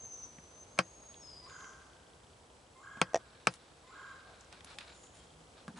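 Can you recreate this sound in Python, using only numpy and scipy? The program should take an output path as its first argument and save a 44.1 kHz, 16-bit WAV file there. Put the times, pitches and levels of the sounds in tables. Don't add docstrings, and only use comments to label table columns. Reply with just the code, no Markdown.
import sys
import numpy as np
from scipy import signal
from scipy.fft import rfft, irfft
from scipy.io import wavfile

SR = 44100
rng = np.random.default_rng(int(sys.argv[2]) if len(sys.argv) > 2 else 0)


def generate_wav(sig):
    pcm = np.round(np.clip(np.atleast_2d(sig).T, -1, 1) * 32767).astype(np.int16)
    wavfile.write(sys.argv[1], SR, pcm)


N = 255339
TIME = np.arange(N) / SR

# bird whistles, then in the last row one louder tick of the lens motor
# start_s, length_s, first_hz, target_hz, glide_s, level_db, growth_db, quaver_share
GLIDES = [(0, 0.038, 6390, 6230, 0.021, -48.5, -9, .004), (0.099, 0.064, 6190, 6060, 0.029, -48, 2, 0.0075),
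          (0.218, 0.037, 6100, 5860, 0.036, -45, -2, 0.0046),
          (.38, 0.29, 6006, 6413, 0.29, -61.5, 10, 0.0037),
          (.67, .57, 6270, 6590, .19, -61.5, 2.5, 0.00515), (1.203, .28, 6150, 4953, .021, -57, -1, 0.0129),
          (5.18, 0.043, 3290, 3200, 0.022, -69, 0, .004)]


def amp(db):
    return 10 ** (np.asarray(db) / 20)


def unit(x):
    return x / np.sqrt(np.mean(x ** 2) + 1e-20)


def at_hz(points, hz):
    freq_hz, value = np.transpose(points)
    return np.interp(np.log(hz + 1), np.log(freq_hz), value)


def band(hz, octaves):
    freq_hz = np.geomspace(30, SR / 2, num=60)
    return np.transpose([freq_hz, -10 * np.log10(1 + (np.log2(freq_hz / hz) / octaves) ** 4)])


def add(mix, start_s, sound):
    part = mix[max(round(start_s * SR), 0):][:len(sound)]
    part += sound[:len(part)]


def envelope(progress, rise, fall):
    attack = np.sin(np.pi / 2 * np.clip(progress / rise, 0, 1))
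    release = np.sin(np.pi / 2 * np.clip((1 - progress) / fall, 0, 1))
    return attack * release


def swells(rows):
    return sum(amp(db) * envelope((TIME - start_s) / length_s, rise=0.25, fall=0.44)
               for start_s, length_s, db in rows)


def noise(colour, size):
    gain = amp(at_hz(colour, np.fft.rfftfreq(size, 1 / SR)))
    return unit(irfft(rfft(rng.standard_normal(size)) * gain, size))


def wander(rate_hz, size):
    rolloff = 1 + (np.fft.rfftfreq(N, 1 / SR) / rate_hz) ** 4
    return unit(irfft(rfft(rng.standard_normal(N)) / rolloff, N))[:size]


def click(colour, size=4096):
    log_gain = np.log(amp(at_hz(colour, abs(np.fft.fftfreq(size, 1 / SR)))))
    pulse = np.fft.ifft(np.exp(np.conj(signal.hilbert(log_gain)))).real[:size // 2]
    return pulse / np.linalg.norm(pulse)


def crackle(colour, grains_per_s=5000):
    grains = rng.standard_normal(N) * (rng.random(N) < grains_per_s / SR)
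    grain_db = 1.1 * np.minimum(rng.exponential(1, N), 4) + 2.2 * wander(44, N)
    return unit(signal.oaconvolve(grains * amp(grain_db), click(colour))[:N])


def ring(modes, t, scatter):
    return sum(amp(db - 60 * t / t60_s) * np.sin(2 * np.pi * (hz * t + scatter * rng.random()))
               for hz, db, t60_s in modes)


def tone(hz, db, octave_db):
    phase = 2 * np.pi * np.cumsum(hz) / SR
    wave = np.sin(phase) + amp(octave_db) * np.sin(2 * phase)
    return np.sqrt(2) * amp(db) * wave * signal.windows.tukey(len(hz), 0.04)


def glides(rows, flutter_db=2.1):
    out = np.zeros(N)
    for start_s, length_s, first_hz, target_hz, glide_s, level_db, growth_db, quaver in rows:
        t = np.arange(0, length_s, 1 / SR)
        progress = t / length_s
        glide_hz = target_hz + (first_hz - target_hz) * np.exp(-t / glide_s)
        hz = glide_hz * (1 + quaver * wander(62, len(t)))
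        db = level_db + growth_db * (progress - 0.5) + flutter_db * wander(30, len(t))
        add(out, start_s, tone(hz, db, octave_db=-45) * envelope(progress, rise=0.12, fall=0.1))
    return out


def stereo(shared, apart, coherence):
    size = len(shared)
    alike = np.clip(at_hz(coherence, np.fft.rfftfreq(size, 1 / SR)), 0, 1)
    mid = irfft(rfft(shared) * np.sqrt((1 + alike) / 2), size)
    side = irfft(rfft(apart) * np.sqrt((1 - alike) / 2), size)
    return np.array([mid + side, mid - side])


def woods(x, wet, pan_db, width=0.44, echoes_per_s=2500):
    # freq_hz, t60_s
    decay = [(500, 1.2), (1500, 1.3), (5000, 1.05), (7000, .85), (11000, .5)]
    size = 2 * SR
    echoes = rng.standard_normal((2, size)) * (rng.random((2, size)) < echoes_per_s / SR)
    hz, t, spectra = signal.stft(echoes, SR, nperseg=256)
    near_trunks = 1 + 0.97 * np.exp(-t / 0.016)
    fade = 10 ** (-3 * t / at_hz(decay, hz)[:, None])
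    tail = signal.istft(spectra * near_trunks * fade, SR, nperseg=256)[1]
    tail_mid, tail_side = signal.fftconvolve(x[None], tail / np.linalg.norm(tail[0]), axes=1)[:, :N]
    mid = np.sqrt(1 - wet) * x + np.sqrt(wet) * tail_mid
    side = np.sqrt(wet) * width * tail_side
    return np.array([(mid + side) * amp(pan_db / 2), (mid - side) * amp(-pan_db / 2)])


def air(hush_db=-59, whine_db=-76, lull_start_s=1.78, lull_s=2.87, lull_db=-1.5):
    # freq_hz, level_db
    colour = [(15, -53), (25, -15), (59, 2.5), (160, -4.5), (197, -7), (433, -5.5), (505, -3), (545, -6.5),
              (588, -5.5), (1060, -9), (1850, -16.5), (3320, -18.5), (5530, -20), (7900, -22.5),
              (11000, -28), (14300, -113), (22000, -120)]
    # freq_hz, coherence
    coherence = [(60, 1), (180, 0.94), (480, 0.68), (900, 0.57), (1500, 0.073), (2400, 0.16), (4000, 0.52),
                 (6500, 0.55), (9000, 0.73)]
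    lull = envelope((TIME - lull_start_s) / lull_s, rise=0.4, fall=0.4)
    hush = stereo(noise(colour, N), noise(colour, N), coherence)
    hush *= amp(hush_db + lull_db * lull + 0.46 * wander(26, N))
    whine = noise([(7400, -37), (7780, -14), (7870, -12), (7970, -15), (8300, -29)], N)
    return hush + amp(whine_db) * whine


def lens_motor(start_s=1.133, idle_db=-60.5, steps_per_s=29.97, tick_hz=3250, tick_s=0.0026):
    # start_s, length_s, level_db
    hunts = [(1.55, 0.86, -63), (4.8, 0.77, -64)]
    out, t = np.zeros(N), np.arange(0, tick_s, 1 / SR)
    effort = amp(idle_db) + swells(hunts)
    for step_s in np.arange(start_s, TIME[-1], 1 / steps_per_s):
        accent, detune = rng.standard_normal(2)
        tick = np.sin(2 * np.pi * tick_hz * (1 + 0.012 * detune) * t) * np.hanning(len(t))
        add(out, step_s, tick * np.interp(step_s, TIME, effort) * amp(2 * accent))
    return out


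def lens_chirp():
    return glides(GLIDES[-1:])


def twigs(trim_db=-7):
    # start_s, level_db (before trim), centre_hz, half_width_octaves
    snaps = [(0.385, -46.5, 1840, 0.5), (1.143, -43.5, 3300, 0.17), (1.498, -43.5, 2600, 0.97),
             (1.607, -45, 2590, 0.65), (1.643, -40, 1660, 0.71), (2.973, -43, 1203, 0.84),
             (3.539, -36, 5518, 2.1), (4.409, -42.5, 6200, 0.17), (4.446, -50, 5900, 0.18),
             (4.526, -37.5, 2500, 0.93), (4.607, -40, 2340, 0.56), (4.646, -34.5, 5500, 3.4),
             (4.786, -28.5, 2720, 0.63), (4.808, -37.5, 2730, 0.38)]
    out, t = np.zeros(N), np.arange(SR // 10) / SR
    decay = np.exp(-t / 0.0024) + 0.074 * np.exp(-t / 0.038)
    for start_s, db, centre_hz, octaves in snaps:
        add(out, start_s, amp(db + trim_db) * noise(band(centre_hz, octaves), len(t)) * decay)
    return out


def leaves():
    # freq_hz, level_db
    colour = [(300, -23), (1000, 4), (1550, 7.5), (1950, 1.5), (2500, 4.5), (3100, 0), (3800, 6),
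              (5200, -2.5), (7000, -21), (11000, -24)]
    # start_s, length_s, level_db
    stirs = [(1.43, 0.19, -66), (3.15, 0.69, -66.5), (3.75, 0.91, -65), (4.515, .1, -63.5),
             (4.655, 0.11, -55), (4.785, 0.081, -54), (4.85, .13, -59.5), (5.14, 0.14, -66.5),
             (5.54, 0.12, -64.5), (5.75, 0.12, -61.5)]
    return crackle(colour) * swells(stirs)


def sleeve():
    # freq_hz, level_db
    colour = [(3000, 0), (6000, -2), (7300, 3), (8200, -7), (9400, 4), (11000, -18)]
    # start_s, length_s, level_db
    brushes = [(.8, 1.0, -76), (3.495, 0.08, -60), (4.63, 0.3, -66.5), (4.92, 0.18, -64.5),
               (5.13, 0.14, -64.5), (5.755, 0.09, -62)]
    return crackle(colour) * swells(brushes)


def handling(clack_trim_db=-13, bump_trim_db=-11):
    # start_s, level_db (before trim)
    clacks = [(3.134, -24.5), (3.1447, -3.5), (3.157, -10), (3.1625, -13), (3.1735, -22)]
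    # pitch_hz, level_db, t60_s
    body_modes = [(525, -5, 0.02), (662, 2.5, 0.023), (1863, -15, 0.033), (2580, -19, 0.015),
                  (3580, -22, 0.017), (5850, 0.5, 0.004), (6800, -32, 0.013), (8600, -23, 0.0096)]
    # start_s, level_db (before trim)
    bumps = [(0.151, -20), (0.385, -19.5), (1.641, -22), (2.972, -14), (4.527, -18.5), (4.644, -21.5),
             (5.6805, -1), (5.695, -23)]
    # freq_hz, level_db
    bump_colour = [(40, -27), (110, -11), (185, 0), (255, -5), (380, -23), (700, -17), (1100, -24),
                   (1600, -20), (2000, -35), (8000, -42), (11000, -48)]
    # start_s, level_db, centre_hz, half_width_octaves (at -6 dB), length_s
    scuffs = [(4.235, -59, 639.3, 0.54, 0.14), (4.733, -60.5, 710, 0.37, 0.084), (4.9, -69, 165, 0.11, 1),
              (5.66, -63, 184, 0.32, 0.18), (5.733, -52.5, 188, 0.6, 0.086), (5.75, -54, 1040, 0.78, 0.07)]
    tick_colour = [(300, -5.0), (3000, -4.5), (4100, -14), (6000, 0.0), (11000, -32)]
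    out, t = np.zeros(N), np.arange(SR // 10) / SR
    attack = 1 - np.exp(-t / 0.00041)
    for start_s, db in clacks:
        tick = noise(tick_colour, len(t)) * np.exp(-t / 0.0019)
        clack = ring(body_modes, t, scatter=0.39) + 0.33 * tick
        add(out, start_s, amp(db + clack_trim_db) * clack * attack)
    for start_s, db in bumps:
        tail = amp(-26) * noise(bump_colour, len(t)) * np.exp(-t / 0.013)
        add(out, start_s, amp(db + bump_trim_db) * click(bump_colour))
        add(out, start_s, amp(db + bump_trim_db) * tail)
    for start_s, db, centre_hz, octaves, length_s in scuffs:
        size = int(length_s * SR)
        colour = band(centre_hz, octaves) * [1, 2]
        add(out, start_s, amp(db) * noise(colour, size) * np.hanning(size))
    return out


def knock(ringing_db, crack_db=3, grind_db=-15, modes_db=-33, rattle_db=-25, rattle_t60_s=0.065):
    # freq_hz, level_db
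    crack_colour = [(76, -52), (130, 8), (1250, 0.5), (1850, -9), (2490, 6), (2780, 4), (3230, -9),
                    (3820, -24.5), (4350, 1), (5530, -41), (6070, -4.5), (7590, -16.5), (8640, -4),
                    (9480, -25), (11000, -26), (14300, -60), (22000, -120)]
    # pitch_hz, level_db, t60_s
    mount_modes = [(134, -27, 0.019), (178.5, 6.5, 0.083), (327.5, -14, 0.18), (517.4, 4, 0.074),
                   (724, -15, 0.067), (780, -0.5, 0.059), (882, 1, 0.063), (1115, 13, 0.038),
                   (1320, 15, 0.032), (1548, 9, 0.034), (1887, -18, 0.16), (2254, 12.5, 0.019),
                   (2565, -7.5, 0.078), (3165, -4, 0.051), (4340, -44, .06), (4700, -33, 0.087),
                   (4790, -7, 0.076), (5130, -2.5, 0.047), (5770, -4.5, 0.019), (8500, -18, 0.065),
                   (9150, -30, .035)]
    # freq_hz, level_db
    rattle_colour = [(100, -25), (600, 0.5), (1400, 0), (1850, -3.5), (2500, -6.5), (3800, -17.5),
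                     (5000, -6.5), (6800, -22), (9000, -26.5), (11000, -33)]
    # freq_hz, level_db
    grind_colour = [(300, -46), (1200, -26), (2500, 9), (3500, 12), (5500, -14), (6800, 4), (7500, 0.5),
                    (8400, 6.5), (9400, 0), (11000, -9)]
    coherence = [(200, 0.99), (500, 0.82), (1400, 0.49), (2500, 0.73), (5000, 0.7), (9000, 0.84)]
    size = SR // 4
    t, hz = np.arange(size) / SR, np.fft.rfftfreq(size, 1 / SR)
    dispersion = np.exp(-4j * np.pi * 0.001018 * np.sqrt(1000 * hz))
    crack = irfft(rfft(click(crack_colour), size) * dispersion, size) * np.exp(-t / 0.079)
    tails = np.zeros((2, size))
    for tail in tails:
        tail += amp(modes_db) * ring(mount_modes, t, scatter=0.59)
        tail += amp(rattle_db) * noise(rattle_colour, size) * 10 ** (-3 * t / rattle_t60_s)
    grind = [amp(grind_db) * noise(grind_colour, size) * np.exp(-t / 0.0014) for _ in range(2)]
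    attack = 1 - np.exp(-t / 0.00044)
    shared, apart = (amp(ringing_db) * tails + grind) * attack
    return amp(crack_db) * crack + stereo(shared, apart, coherence)


def camera_mount():
    # start_s, gain_db, ringing_gain_db
    jolts = [(0.7778, -38, 13.5), (0.7887, -2.5, 3.5), (3.0153, -4, 2), (3.4705, -0.15, -0.5)]
    out = np.zeros((2, N))
    for start_s, db, ringing_db in jolts:
        for channel, sound in zip(out, knock(ringing_db)):
            add(channel, start_s, amp(db) * sound)
    return out


def far_bird(base_hz=1060, call_s=0.32, step_s=0.0047, opening_db=-9, warble_hz=25.9, dip_db=4):
    # start_s, level_db, pitch_factor, length_factor
    calls = [(1.411, -52, 0.94, 0.9), (2.746, -52, 0.98, 0.95), (3.834, -52, 0.96, 1.0)]
    # offset_s, rise_hz
    steps = [(.06, 300.8), (.092, 320.7)]
    out = np.zeros(N)
    for start_s, level_db, pitch_factor, length_factor in calls:
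        t = np.arange(0, call_s * length_factor, 1 / SR)
        climb_hz = sum(rise_hz * (1 + np.tanh((t / length_factor - offset_s) / step_s)) / 2
                       for offset_s, rise_hz in steps)
        cycles = np.cumsum(warble_hz * (1 + 0.057 * wander(20.4, len(t)))) / SR
        dip = np.sin(np.pi * (cycles - 0.25)) ** 4
        rasp = 1 + 0.02 * wander(300, len(t))
        hz = pitch_factor * (base_hz + climb_hz * (1 - dip)) * rasp
        db = level_db + opening_db * (1 - climb_hz / climb_hz.max()) - dip_db * dip
        octave_db = at_hz([(1050, -8.5), (1250, -26), (1600, -18)], hz)
        add(out, start_s, tone(hz, db, octave_db) * envelope(t / t[-1], rise=0.07, fall=0.2))
    return woods(out, wet=0.68, pan_db=-0.4)


def buzzing_birds(shake_hz=110, opening_s=0.058):
    # start_s, length_s, first_hz, last_hz, level_db, swing_hz
    notes = [(0, 0.28, 6310, 6093, -54.5, 189), (1.475, .26, 6820, 6400, -59.5, 463),
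             (2.767, 0.25, 7200, 7000, -72, 400), (3.851, 0.33, 7200, 7100, -72, 350),
             (4.888, .15, 7200, 6870, -67, 300), (5.032, 0.015, 7050, 6820, -55, 400),
             (5.14, 0.072, 7200, 7360, -70, 350)]
    out = np.zeros(N)
    for start_s, length_s, first_hz, last_hz, db, swing_hz in notes:
        t = np.arange(0, length_s, 1 / SR)
        progress = t / length_s
        opening = 1 - 0.6 * np.exp(-t / opening_s)
        cycles = np.cumsum(shake_hz * (1 + 0.162 * wander(47, len(t)))) / SR
        shake = 0.96 * np.sin(2 * np.pi * cycles) + 0.507 * wander(320, len(t))
        hz = first_hz + (last_hz - first_hz) * progress + swing_hz * opening * shake
        add(out, start_s, tone(hz, db, octave_db=-45) * envelope(progress, rise=0.077, fall=0.3))
    return woods(out, wet=0.39, pan_db=1.0)


def whistling_birds():
    return glides(GLIDES[:-1])


def scene():
    shared, apart = [twigs() + leaves() + sleeve() for _ in range(2)]
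    rustle = stereo(shared, apart, coherence=[(1500, 0.56), (4000, 0.66), (9000, 0.91)])
    echoing = woods(whistling_birds() + lens_chirp(), wet=0.46, pan_db=3.0)
    echoing += buzzing_birds() + far_bird()
    camera = camera_mount() + handling() + lens_motor()
    return echoing + camera + rustle + air()


def record(dry):
    low_cut = signal.butter(2, 45, "high", fs=SR, output="sos")
    band_limit = signal.firwin(401, 11250, window=("kaiser", 8), fs=SR)
    return signal.oaconvolve(signal.sosfilt(low_cut, dry), band_limit[None], "same")


dry = scene()
out = record(dry)
generate_wav(out)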